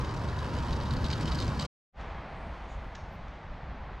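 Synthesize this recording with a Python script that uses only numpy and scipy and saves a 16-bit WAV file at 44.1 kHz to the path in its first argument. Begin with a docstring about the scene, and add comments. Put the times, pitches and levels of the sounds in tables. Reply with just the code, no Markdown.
"""A coarse asphalt road: a roller skier coasts closer. The rough surface shakes the skis into a rumble,
judder and roar, the treads hiss, and grit snaps under the wheels, ringing the frames faintly.
Hard cut to a short silence, then a quiet pine forest fades in: a far rush of traffic and
a low rumble of air, with a few small clicks and faint high bird chirps on top."""
import sys
import numpy as np
from scipy import signal
from scipy.fft import rfft, irfft
from scipy.io import wavfile
from scipy.ndimage import uniform_filter1d

SR = 44100
rng = np.random.default_rng(int(sys.argv[2]) if len(sys.argv) > 2 else 0)


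def generate_wav(sig):
    """Save sig (samples, or channels by samples) to the path in sys.argv[1] as 16-bit PCM at SR."""
    pcm = np.round(np.clip(np.atleast_2d(sig).T, -1, 1) * 32767).astype(np.int16)
    wavfile.write(sys.argv[1], SR, pcm)


N = 176400
TIME = np.arange(N) / SR

# Wheel faders as the skier nears: t/s, rumble/dB, judder/dB, roar/dB, hiss/dB
WHEEL_FADERS = [(0, -32.5, -46.5, -39.5, -55), (.3, -34, -42, -40.5, -55.5), (.6, -31.5, -41.5, -39, -53),
                (.82, -35, -42.5, -39.5, -54.5), (1.35, -33.5, -35.5, -39.5, -51.5),
                (1.66, -36, -38, -40, -53)]
# Bumps in the asphalt: t/s, swell/dB
ROAD_BUMPS = [(.025, 1.5), (.078, -2), (.25, 3.5), (.71, 7), (.92, 5), (.965, 5), (1.04, 5.4), (1.32, 3),
              (1.493, 2)]
# EQ of the four wheel layers: f/Hz, level/dB
RUMBLE_EQ = [(15, -17), (35, -7), (52, -5), (68, 4), (90, -4.5), (140, -3.5), (190, -18), (300, -24.5),
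             (1000, -79.5)]
JUDDER_EQ = [(60, -26.5), (115, -1), (160, -0.5), (195, -4.5), (240, -1.5), (310, -10), (450, -18),
             (1000, -59)]
ROAR_EQ = [(100, -21.5), (280, -0.5), (440, -0.5), (550, 0.5), (680, -3), (830, -2), (970, 1), (1200, -3),
           (1600, -6), (2100, -14), (3000, -22.5), (6000, -41), (15000, -66)]
HISS_EQ = [(1000, -17.5), (2000, -2.5), (2750, 2), (3400, 0.5), (4400, 1), (5300, -2.5), (6300, -7),
           (7600, -12.5), (10000, -21), (12200, -23.5), (14500, -43.5)]
# Large grains snapping, relative levels: t/s, knock/dB, crack/dB
SNAP_CUES = [(.047, -39.5, -52), (.092, -40.5, -61), (.285, -45.5, -66), (0.3888, -40, -62),
             (.587, -40.5, -52), (.684, -42, -59), (.7255, -40, -64), (0.7299, -35.5, -64),
             (0.764, -42.5, -68), (0.8114, -39, -66), (0.8573, -40, -70), (.9086, -34, -62),
             (.936, -36.5, -47), (.9675, -37.5, -63), (1.043, -33.5, -53.5), (1.0473, -41.5, -56.5),
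             (1.053, -34.5, -60.5), (1.064, -36, -53), (1.0845, -41.5, -60.5), (1.1024, -33, -56.5),
             (1.1098, -37, -67.5), (1.1133, -32.5, -51.5), (1.127, -33.5, -55), (1.1317, -28, -57.5),
             (1.1357, -41, -65), (1.2097, -39, -46), (1.2566, -35.5, -66), (1.2777, -33, -55),
             (1.2857, -41, -52), (1.315, -37.5, -63.5), (1.319, -32.5, -53), (1.3263, -37.5, -56),
             (1.3475, -37, -48.5), (1.354, -38, -52), (1.3864, -34, -64), (1.3907, -34, -56.5),
             (1.4014, -33, -45.5), (1.412, -33.5, -51), (1.419, -35.5, -52), (1.4243, -32.5, -54),
             (1.446, -39.5, -47.5), (1.4792, -37, -50), (1.5935, -35, -51.5), (1.5967, -28.5, -46),
             (1.6096, -33.5, -50), (1.6146, -37, -61), (1.6206, -33.5, -49), (1.6257, -34, -58),
             (1.651, -37.5, -48.5), (1.6565, -33, -49)]
# EQ of a snap's knock and crack: f/Hz, level/dB
KNOCK_EQ = [(800, -26), (2200, -8), (3200, -2.5), (4200, 2), (5200, -7.5), (7600, -21), (11000, -42.5)]
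CRACK_EQ = [(4000, -18.5), (7400, 8.5), (10000, -11.5), (12200, -10.5), (14000, -22.5)]
# Ring of the ski frames: f/Hz, relative level/dB, t60/s
FRAME_MODES = [(3380, -39, .05), (3897, -36, .1), (4256, -36, .07), (4516, -37, .05), (6137, -48, .08),
               (6481, -47, .12), (7607, -50, .12)]
# Skier's place in the image: f/Hz, left phase lead/rad (negative: right leads)
SKIER_PHASE = [(600, 0), (1400, -0.65), (3100, -0.56), (4500, -0.42), (12000, -0.14)]
# Stereo image of road and forest: f/Hz, left-right likeness (1 is mono)
ROAD_IMAGE = [(60, .968), (200, .985), (400, .95), (1200, .89), (2200, .84), (4300, .83), (8000, .76),
              (12800, .7)]
FOREST_IMAGE = [(4000, 1), (13000, 1)]
# Clicks among the trees: t/s, relative level/dB
CLICK_CUES = [(2.012, -45), (2.9505, -42.5), (2.953, -37), (2.956, -36), (3.283, -48.5)]
# EQ of a click and of its echo from the trunks: f/Hz, level/dB
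CLICK_EQ = [(600, -12), (1900, 9), (3200, 8), (4500, 2), (5600, -1), (6700, -2), (7600, -15), (8600, -29),
            (13000, -50)]
TRUNK_EQ = [(1000, -6), (3000, -3), (4800, -2.5), (6400, -3), (8000, -25), (13000, -44)]
# Bird chirps: centre t/s, half length/s, f/Hz, width/Hz, level/dB
CHIRP_CUES = [(2.722, 0.026, 6670, 420, -68.5), (2.86, .05, 13000, 550, -92),
              (3.095, .025, 12700, 450, -92), (3.14, .018, 12600, 550, -80)]
# Forest bed faders: t/s, air/dB, traffic/dB, treble/dB, thin hiss/dB
FOREST_FADERS = [(2.0, -38.5, -43.5, -60, -83), (2.2, -41.5, -43.5, -67, -88),
                 (2.4, -41, -44.5, -69, -77.5), (2.6, -43, -46, -63, -80.5),
                 (3.03, -40.5, -47.5, -67.5, -84), (3.35, -44.5, -48, -65.5, -97),
                 (3.8, -40.5, -46.5, -70.5, -101), (4.0, -40.5, -47, -70, -98)]
# EQ of the four forest layers: f/Hz, level/dB
AIR_EQ = [(15, -9.5), (30, -3.5), (55, 3), (80, -4), (110, -11.5), (150, -9.5), (220, -16.5), (400, -34.5),
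          (1000, -87)]
TRAFFIC_EQ = [(100, -1.5), (250, -6), (420, -6), (600, -1.5), (800, 0), (1100, -4), (1500, -8),
              (2100, -10.5), (3000, -20), (4500, -27), (8000, -53), (15000, -84)]
TREBLE_EQ = [(1500, -5), (3300, 3.5), (4500, -6.5), (6200, -9.5), (8000, -21), (10500, -47), (12000, -42),
             (15000, -50)]
THIN_HISS_EQ = [(3000, -4.5), (6500, -4.5), (8500, -3.5), (10500, -9), (11800, -28), (15000, -33)]


def wheels():
    """Rough asphalt shakes the skis into rumble, judder and roar; bumps swell the lows; treads hiss."""
    rumble_gain, judder_gain, roar_gain, hiss_gain = faders(WHEEL_FADERS)
    swell = amp(sum(db * bell(s, half_s=.017) for s, db in ROAD_BUMPS))
    rumble = noise(RUMBLE_EQ, ROAD_IMAGE, drift_db=1.2, flicker_db=1, patch_hz=100, patch_s=.08)
    judder = noise(JUDDER_EQ, ROAD_IMAGE, drift_db=2.5, flicker_db=1.5, patch_hz=100, patch_s=.027)
    roar = noise(ROAR_EQ, ROAD_IMAGE, drift_db=2, flicker_db=.5, patch_hz=120, patch_s=.16)
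    hiss = noise(HISS_EQ, ROAD_IMAGE, drift_db=2, flicker_db=2.8, patch_hz=400, patch_s=.05)
    return swell * (rumble_gain * rumble + judder_gain * judder) + roar_gain * roar + hiss_gain * hiss


def grit():
    """Loose grains under the wheels: loud snaps over a fine crackle that rides the hiss fader."""
    grains_per_s, spread_db, crackle_db, snap_gain_db = 630, 5.5, -58, 14.5
    heights = amp(spread_db * np.minimum(rng.exponential(1, N), 3)) * rng.choice([-1, 1], N)
    grains = heights * (rng.random(N) < grains_per_s / SR) * faders(WHEEL_FADERS)[-1]
    crackle = unit_rms(ticks(grains[None], HISS_EQ)[0])
    return ski_ring(amp(crackle_db) * crackle + amp(snap_gain_db) * snaps())


def snaps():
    """Each large grain is crushed in a few milliseconds: a knock and a bright crack at its own pitch."""
    pitch_spread, t60_s, size = .033, .013, 1024
    decay = amp(-60 * TIME[:size] / t60_s)
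    out = np.zeros(N)
    for s, knock_db, crack_db in SNAP_CUES:
        pitch_ratio = np.exp(pitch_spread * rng.standard_normal())
        start = round(s * SR) - size // 2
        for eq, db in ((KNOCK_EQ, knock_db), (CRACK_EQ, crack_db)):
            crush = rng.standard_normal(size) * decay
            burst = signal.fftconvolve(crush, eq_impulse(eq, size, pitch_ratio))
            out[start:start + len(burst)] += amp(db) * burst / np.linalg.norm(burst)
    return out


def ski_ring(hits):
    """Each hit sets the frame ringing faintly and trails a short spray of reflections."""
    ring_db, spray_db = -11.5, -2
    t = TIME[:SR // 4]
    modes = sum(amp(db - 60 * t / t60) * np.sin(2 * np.pi * hz * t) for hz, db, t60 in FRAME_MODES)
    ring = signal.fftconvolve(hits, modes)[:N]
    return hits + amp(ring_db) * ring + amp(spray_db) * reflections(hits, t60_s=.056, width=.44)


def pan_right(x):
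    """The skier is slightly to the right, so the sound reaches that side a little earlier."""
    turn = np.exp(.5j * curve_at(SKIER_PHASE, np.fft.rfftfreq(N, 1 / SR)))
    return irfft(rfft(x) * np.array([turn, 1 / turn]), N)


def clicks():
    """Small dry clicks with a faint echo from the trunks."""
    spray_db, echo_db = 5, 1
    hits = np.zeros(N)
    for s, db in CLICK_CUES:
        hits[round(s * SR)] += amp(db)
    spray = amp(spray_db) * reflections(hits, t60_s=.0056, width=.018)
    echo = amp(echo_db) * reflections(hits, t60_s=.55, width=.05)
    return ticks(hits + spray, CLICK_EQ) + ticks(echo, TRUNK_EQ)


def chirps():
    """Thin far bird calls, smeared by the trees into soft swells of narrow-band noise."""
    out, hz = np.zeros(N), np.fft.rfftfreq(N, 1 / SR)
    for s, half_s, pitch_hz, width_hz, db in CHIRP_CUES:
        band = 1 / (1 + .5 * ((hz - pitch_hz) / width_hz) ** 2)
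        call = irfft(rfft(rng.standard_normal(N)) * band, N)
        out += amp(db) * bell(s, half_s) * unit_rms(call)
    return out


def forest_bed():
    """Low moving air, the rush of distant traffic, soft treble and a thin hiss in the trees."""
    air_gain, traffic_gain, treble_gain, hiss_gain = faders(FOREST_FADERS)
    air = noise(AIR_EQ, FOREST_IMAGE, drift_db=2, flicker_db=1, patch_hz=150, patch_s=.07)
    traffic = noise(TRAFFIC_EQ, FOREST_IMAGE, drift_db=.03, flicker_db=.23, patch_hz=200, patch_s=.17)
    treble = noise(TREBLE_EQ, FOREST_IMAGE, drift_db=1.5, flicker_db=.4, patch_hz=600, patch_s=.064)
    hiss = noise(THIN_HISS_EQ, FOREST_IMAGE, drift_db=.8, flicker_db=.6, patch_hz=600, patch_s=.04)
    return air_gain * air + traffic_gain * traffic + treble_gain * treble + hiss_gain * hiss


def noise(eq, image, drift_db, flicker_db, patch_hz, patch_s):
    """Stereo noise of unit rms: patches of the spectrum drift in level, all bands flicker together."""
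    hz, t, spectra = signal.stft(rng.standard_normal((2, N)), SR, nperseg=512)
    patches = rng.standard_normal((len(t), len(hz))).T
    patches = uniform_filter1d(patches, max(1, round(patch_hz / hz[1])), axis=0)
    patches = uniform_filter1d(patches, max(1, round(patch_s / t[1])), axis=1)
    spectra *= amp(drift_db * unit_rms(patches) + flicker_db * rng.standard_normal(len(t)))
    mid, side = rfft(signal.istft(spectra, nperseg=512)[1][:, :N])
    hz = np.fft.rfftfreq(N, 1 / SR)
    likeness = np.clip(curve_at(image, hz), 0, 1)
    mid, side = mid * np.sqrt(1 + likeness), side * np.sqrt(1 - likeness)
    return unit_rms(irfft(np.array([mid + side, mid - side]) * amp(curve_at(eq, hz)), N))


def reflections(x, t60_s, width):
    """Reverb from a dense, dying stereo tail of unit energy."""
    t = TIME[:SR // 2]
    mid, side = rng.standard_normal((2, len(t)))
    tail = np.array([mid + width * side, mid - width * side]) * amp(-60 * t / t60_s)
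    return signal.fftconvolve(x[None], tail / np.linalg.norm(tail[0]), axes=1)[:, :N]


def ticks(x, eq):
    """Turns each impulse into a short EQ'd tick of the same height."""
    tick = eq_impulse(eq, size=512)
    return signal.oaconvolve(x, tick[None] / tick.max(), "same", axes=1)


def eq_impulse(eq, size, pitch_ratio=1):
    """Centred impulse response of an EQ curve, transposed by pitch_ratio."""
    hz = np.fft.rfftfreq(size, 1 / SR) / pitch_ratio
    return np.fft.fftshift(irfft(amp(curve_at(eq, hz))))


def curve_at(points, hz):
    """Reads a curve on a log-frequency axis."""
    f, value = np.transpose(points)
    return np.interp(np.log(hz + 1), np.log(f + 1), value)


def faders(table):
    """One gain ride for each dB column of a time table."""
    s, *columns = np.transpose(table)
    return [amp(np.interp(TIME, s, column)) for column in columns]


def bell(centre_s, half_s):
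    """A bell-shaped swell peaking at 1."""
    return np.exp(-.5 * ((TIME - centre_s) / half_s) ** 2)


def amp(db):
    """Decibels to gain."""
    return 10 ** (np.asarray(db) / 20)


def unit_rms(x):
    """Normalises to an rms of 1."""
    return x / np.sqrt(np.mean(x ** 2) + 1e-20)


def scene():
    """The skier, a hard cut to silence, then the forest fades in."""
    cut_at_s, cut_length_s = 1.666, .012
    fade_at_s, fade_length_s = 1.9237, .078
    cut = np.clip((cut_at_s - TIME) / cut_length_s, 0, 1)
    fade_in = np.clip((TIME - fade_at_s) / fade_length_s, 0, 1) ** 2
    return cut * pan_right(wheels() + grit()) + fade_in * (forest_bed() + chirps() + clicks())


def record(dry):
    """A steep high cut on the whole mix."""
    high_cut_hz = 14200
    lowpass = signal.firwin(511, high_cut_hz, window=("kaiser", 9), fs=SR)
    return signal.oaconvolve(dry, lowpass[None], "same")


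dry = scene()
out = record(dry)
generate_wav(out)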